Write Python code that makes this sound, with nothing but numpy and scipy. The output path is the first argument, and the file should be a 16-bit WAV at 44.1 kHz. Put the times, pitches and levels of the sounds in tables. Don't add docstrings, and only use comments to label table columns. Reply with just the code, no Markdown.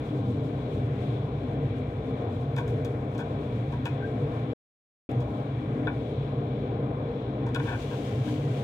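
import sys
import numpy as np
from scipy import signal
from scipy.fft import rfft, irfft, next_fast_len
from scipy.io import wavfile
from scipy.ndimage import uniform_filter1d

SR = 44100
rng = np.random.default_rng(int(sys.argv[2]) if len(sys.argv) > 2 else 0)


def dump_mix(stems):
    frames = np.atleast_2d(stems).T
    limited = np.clip(frames, -1, 1)
    pcm = np.round(limited * 32767).astype(np.int16)
    wavfile.write(sys.argv[1], SR, pcm)


N = 380583
SIZE = next_fast_len(N)
HZ = np.maximum(np.arange(SIZE // 2 + 1) * SR / SIZE, 1)

# centre in Hz, width in Hz, relative peak level in dB.
RESONANCES = [(64, 7.3, -41.5), (95.9, 8.9, -39.5), (115.4, 13, -37.5), (126, 18.3, -34.5),
              (142.2, 9, -34.5), (171, 12, -59.5), (199.7, 9.6, -41), (226.4, 3.6, -43), (255.5, 23.2, -41),
              (298.5, 19.5, -41), (342, 16, -54.5), (399.7, 12, -48.5), (429, 61, -48.5),
              (472.3, 39.5, -46), (490, 14, -60), (527, 15, -52), (590.5, 7.9, -51.5), (610.3, 11, -52),
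              (647, 76, -60), (705.2, 11.3, -51.5), (794.3, 23, -56), (972, 7, -58.5), (1054, 73, -62),
              (1544, 37, -70), (2312, 175, -70.5), (3393, 300, -78)]
# frequency in Hz, level in dB on the same relative scale.
AIR_RUSH = [(25, -78.5), (50, -57.5), (160, -61), (500, -56.5), (880, -65), (1300, -68.5), (1900, -74.5),
            (2900, -80.5), (4000, -81.5), (4600, -94), (7000, -101.5), (11000, -108), (16000, -114)]
# frequency in Hz, correlation from 0 to 1.
LIKENESS = [(150, .9995), (300, .99), (500, .97), (700, .85), (900, .5), (1500, .4), (3000, .25),
            (6000, .2)]
# frequency in Hz, lag in radians.
LEFT_LAG = [(100, 0), (430, .15), (780, .9), (1300, 2.6), (2400, 7), (16000, 20)]
HOOD_DB, HOOD_FLICKER_DB = -29, 1.51

# time in seconds, level in dB.
SIMMER_LEVEL = [(0.05, -69.5), (.7, -71), (1.7, -75), (3.25, -71), (4.4, -74.5), (5.7, -71.5), (6.02, -69),
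                (6.5, -84.5), (7.4, -86)]
# frequency in Hz, relative level in dB.
SIMMER_TONE = [(2500, -32), (4000, 2.5), (5500, -1), (8000, -4), (12000, -12), (16000, -14.5)]
# time in seconds, level in dB.
FLARE_LEVEL = [(7.62, -53.5), (7.8, -52), (7.97, -51), (8.1, -51), (8.2, -55), (8.32, -49), (8.47, -56),
               (8.6, -53)]
# frequency in Hz, relative level in dB.
FLARE_SPECTRUM = [(1200, -8), (2300, -4), (3200, -2), (4000, -6.5), (5000, -10.5), (6500, -11.5),
                  (8500, -16.5), (12000, -24), (16000, -23.5)]
SIMMER_FLICKER_DB, FLARE_FLICKER_DB = 2.5, 1.2
FLARE_STARTS_S, FLARE_SWELL_S = 7.575, .05
BUBBLES_PER_S, BUBBLE_SCATTER_DB = 1200, 1.5

# frequency in Hz, level in dB relative to its region, free t60 in seconds.
PAN_MODES = [(788, 0, .08), (885, -6, .07), (968, 0, .11), (1075, -2, .08), (1400, -12, .06),
             (1465, 0, .08), (1520, -4, .07), (1575, 0, .08), (1705, -7, .06), (1785, -6, .07),
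             (2280, -4, .07), (2405, 0, .09), (2550, 0, .08), (2960, -7, .05), (3350, 0, .05),
             (3570, -1, .05), (3870, -7, .04)]
REGION_CENTRES_HZ = [788, 968, 1460, 1575, 2400, 2550, 3500]
MODE_SCATTER_DB, MODE_DETUNE = 1.5, .004
RING_FREEDOM = .85
# start in seconds, crack level in dB, crack tilt in dB per octave,
# chatter t60 in seconds, then ring level in dB in each of the seven regions.
BLOWS = [(2.564, -57, -2, .1, -51, -46, -54, -53, -58, -59, -60),
         (2.576, -61, -2, .04, -58, -50, -50, -43, -57, -61, -62),
         (2.584, -57, -2, .12, -50, -40, -51, -54, -51, -57, -56),
         (2.678, -60, 2, .2, -62, -60, -57, -57, -62, -64, -66),
         (2.848, -55, -1, .07, -60, -58, -58, -56, -60, -62, -60),
         (3.15, -68, -3, .09, -56, -54, -62, -62, -62, -64, -66),
         (3.18, -58, -4, .12, -60, -60, -62, -62, -60, -62, -62),
         (3.19, -66, -4, .07, -50, -51, -48, -51, -58, -62, -64),
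         (3.202, -64, -4, .12, -47, -50, -52, -50, -58, -62, -64),
         (3.725, -68, -4, .15, -47, -43, -62, -55, -60, -60, -70),
         (3.855, -52, -3, .1, -49, -40, -48, -43, -50, -45, -51),
         (5.115, -67, 0, .006, -70, -70, -72, -72, -70, -70, -70),
         (5.205, -64, -4, .11, -68, -68, -70, -70, -66, -68, -66),
         (5.87, -72, -8, .015, -42, -43, -36, -38, -56, -62, -53),
         (5.878, -76, -8, .05, -44, -44, -47, -42, -49, -59, -64),
         (7.466, -63, -3, .2, -60, -44, -58, -54, -60, -68, -68),
         (7.547, -50, -3, .08, -53, -52, -47, -42, -51, -46, -51),
         (7.559, -58, -3, .08, -54, -40, -39, -46, -58, -51, -52),
         (7.597, -66, -6, .13, -48, -43, -49, -48, -53, -56, -59)]
# frequency in Hz, relative level in dB.
CRACK_SPECTRUM = [(150, -70), (2500, -28), (3400, -14), (4200, -2), (6100, -1), (8000, -3), (10500, -6),
                  (13000, -10.5), (16000, -13)]
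CHATTER_SHARE, CHATTER_SCATTER_DB = .39, 3.7
BLOW_SHARE = .7
# start in seconds, length in seconds, then ring level in dB in each of the seven regions.
STROKES = [(3.99, .04, -68, -60, -60, -54, -66, -70, -70), (7.648, .03, -60, -46, -52, -53, -59, -62, -64),
           (7.668, .038, -50, -40, -49, -39, -50, -54, -57),
           (7.703, .053, -41, -45, -44, -40, -51, -53, -60),
           (7.903, .05, -51, -47, -55, -51, -66, -66, -64),
           (8.262, .026, -64, -51, -64, -50, -64, -66, -64)]
SLIPS_PER_S, SLIP_SCATTER_DB = 3100, 1.6
# start in seconds, length in seconds, level in dB, slips per second at start, then at end.
SQUEAK_STROKE = (4.024, .042, -40, 1520, 1620)
SQUEAK_WAVER, SQUEAK_WAVER_DB = .012, 2.5

NEAR_T60_S, RIGHT_LATE_S = .03, .00016
DIRECT_DB, NEAR_DB = [[1], [-2]], [[-13], [-6]]
ROOM_T60_S, ROOM_DB, ROOM_DAMP_HZ = .3, -9, 8000

# frequency in Hz, left minus right in dB.
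PORT_DIFFERENCE = [(170, 0), (240, 2), (320, 4), (450, 1), (600, 7), (720, 11), (900, 2), (1500, 6),
                   (2400, 7), (3500, 11), (4100, 7), (4600, 0), (16000, 0)]
LOW_CUT_HZ, TOP_HZ = 30, 15750
SILENT_FROM_S, SILENT_TO_S = 4.5345, 5.0905


def undb(db):
    return 10 ** (np.asarray(db) / 20)


def along(table, hz=HZ):
    table_hz, value = np.transpose(table)
    return np.interp(np.log(hz), np.log(table_hz), value)


def colour(x, gain):
    return irfft(rfft(x, SIZE) * gain, SIZE)[..., :N]


def unit(x):
    return x / np.sqrt(np.mean(x ** 2))


def burst(x):
    return x * np.sqrt(.02 * SR / np.sum(x ** 2, axis=-1, keepdims=True))


def walk(rate):
    hold = int(SR / rate)
    steps = np.repeat(rng.standard_normal(N // hold + 1), hold)
    smooth = uniform_filter1d(uniform_filter1d(steps, hold), hold)
    return unit(smooth[:N])


def clicks(share, scatter_db, size):
    chance, sign, height = rng.random((3, size))
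    height_db = -scatter_db * np.log(height + 1e-9)
    return (chance < share) * np.sign(sign - .5) * undb(height_db)


def add(track, s, sound):
    start = int(s * SR)
    track[start:start + len(sound)] += sound[:N - start]


def hood():
    power = undb(along(AIR_RUSH)) ** 2
    for centre, width, db in RESONANCES:
        power = power + (undb(db) / (1 + ((HZ - centre) / width) ** 2 * 2)) ** 2
    same = np.clip(along(LIKENESS), 0, 1)
    mid, side = rfft(rng.standard_normal((2, SIZE)))
    shared, opposed = np.sqrt(1 + same) * mid, np.sqrt(1 - same) * side
    pair = np.array([shared + opposed, shared - opposed]) * np.sqrt(power)
    pair[0] *= np.exp(-1j * along(LEFT_LAG))
    octave = np.clip(np.log2(HZ / 60), 0, 8)
    out = 0
    for k in range(9):
        overlap = np.clip(1 - np.abs(octave - k), 0, 1)
        band = irfft(pair * overlap, SIZE)[:, :N]
        out = out + band * undb(HOOD_FLICKER_DB * walk(6))
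    return unit(out) * undb(HOOD_DB)


def frying(level, tone, flicker_db):
    s, db = np.transpose(level)
    pops = np.array([clicks(BUBBLES_PER_S / SR, BUBBLE_SCATTER_DB, size=N) for _ in range(2)])
    hiss = unit(pops) + 1.1 * rng.standard_normal((2, N))
    hiss = unit(colour(hiss, undb(along(tone))))
    level_db = np.interp(np.arange(N) / SR, s, db)
    return hiss * undb(level_db + flicker_db * walk(25))


def simmer():
    return frying(SIMMER_LEVEL, SIMMER_TONE, SIMMER_FLICKER_DB)


def flare():
    swell = np.clip((np.arange(N) / SR - FLARE_STARTS_S) / FLARE_SWELL_S, 0, 1)
    return swell * frying(FLARE_LEVEL, FLARE_SPECTRUM, FLARE_FLICKER_DB)


def crack(push, tilt_db):
    hz = np.maximum(np.arange(len(push) // 2 + 1) * SR / len(push), 1)
    gain = undb(along(CRACK_SPECTRUM, hz) + tilt_db * np.log2(hz / 6000))
    delayed = np.roll(push, SR // 200)
    return burst(irfft(rfft(delayed) * gain, len(push)))


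def ring(push, regions_db):
    t = np.arange(len(push)) / SR
    hz, db, t60 = np.transpose(PAN_MODES)[:, :, None]
    region_db = np.interp(np.log(hz), np.log(REGION_CENTRES_HZ), regions_db)
    db = db + region_db + MODE_SCATTER_DB * rng.standard_normal(hz.shape)
    detune = 1 + MODE_DETUNE * rng.standard_normal(hz.shape)
    modes = np.sin(2 * np.pi * hz * detune * t) * 1000 ** (-t / (t60 * RING_FREEDOM))
    modes *= 1 - np.exp(-t / .001)
    modes *= (-1) ** np.arange(len(PAN_MODES))[:, None]
    answers = irfft(rfft(modes) * rfft(push), len(t))
    return np.sum(undb(db) * burst(answers), axis=0)


def chatter(t, t60):
    push = clicks(CHATTER_SHARE, CHATTER_SCATTER_DB, size=len(t)) * 1000 ** (-t / t60)
    push[0] = BLOW_SHARE * np.sqrt(np.sum(push ** 2))
    return push


def scrape(t, length):
    stroke = np.sin(np.pi * np.clip(t / length, 0, 1)) ** .5
    return clicks(SLIPS_PER_S / SR, SLIP_SCATTER_DB, size=len(t)) * stroke


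def squeak(t):
    _, length, db, start_hz, end_hz = SQUEAK_STROKE
    share = np.clip(t / length, 0, 1)
    glide_hz = start_hz + (end_hz - start_hz) * share
    hz = glide_hz * (1 + SQUEAK_WAVER * walk(300)[:len(t)])
    stroke = np.sin(np.pi * share) ** .5 * undb(SQUEAK_WAVER_DB * walk(150)[:len(t)])
    return undb(db) * burst(stroke * np.sin(2 * np.pi * np.cumsum(hz) / SR))


def turner():
    out, t = np.zeros(N), np.arange(8192) / SR
    for s, crack_db, tilt_db, t60, *regions_db in BLOWS:
        push = chatter(t, t60)
        add(out, s - 1 / 200, undb(crack_db) * crack(push, tilt_db))
        add(out, s, ring(push, regions_db))
    for s, length, *regions_db in STROKES:
        add(out, s, ring(scrape(t, length), regions_db))
    add(out, SQUEAK_STROKE[0], squeak(t))
    return out


def echoes(t60, db):
    t = np.arange(SR // 2) / SR
    tail = rng.standard_normal((2, len(t))) * 1000 ** (-t / t60)
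    tail *= np.clip(t / .001, 0, 1)
    return undb(db) * rfft(tail / np.sqrt(np.sum(tail ** 2, axis=1, keepdims=True)), SIZE)


def kitchen(x):
    late_s = RIGHT_LATE_S * np.array([[0], [1]])
    direct = undb(DIRECT_DB) * np.exp(-2j * np.pi * HZ * late_s)
    near = echoes(NEAR_T60_S, NEAR_DB)
    room = echoes(ROOM_T60_S, ROOM_DB) / (1 + 1j * HZ / ROOM_DAMP_HZ)
    return colour(x, direct + near + room)


def scene():
    return hood() + simmer() + flare() + kitchen(turner())


def record(dry):
    sides = colour(dry, undb(along(PORT_DIFFERENCE) * np.array([[.5], [-.5]])))
    low_cut = signal.butter(2, LOW_CUT_HZ, "high", fs=SR, output="sos")
    top_cut = signal.ellip(10, .2, 80, TOP_HZ, fs=SR, output="sos")
    sides = signal.sosfilt(top_cut, signal.sosfilt(low_cut, sides))
    t = np.arange(N) / SR
    outside_s = np.maximum(SILENT_FROM_S - t, t - SILENT_TO_S)
    return sides * np.clip(outside_s / .001, 0, 1)


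dry = scene()
out = record(dry)
dump_mix(out)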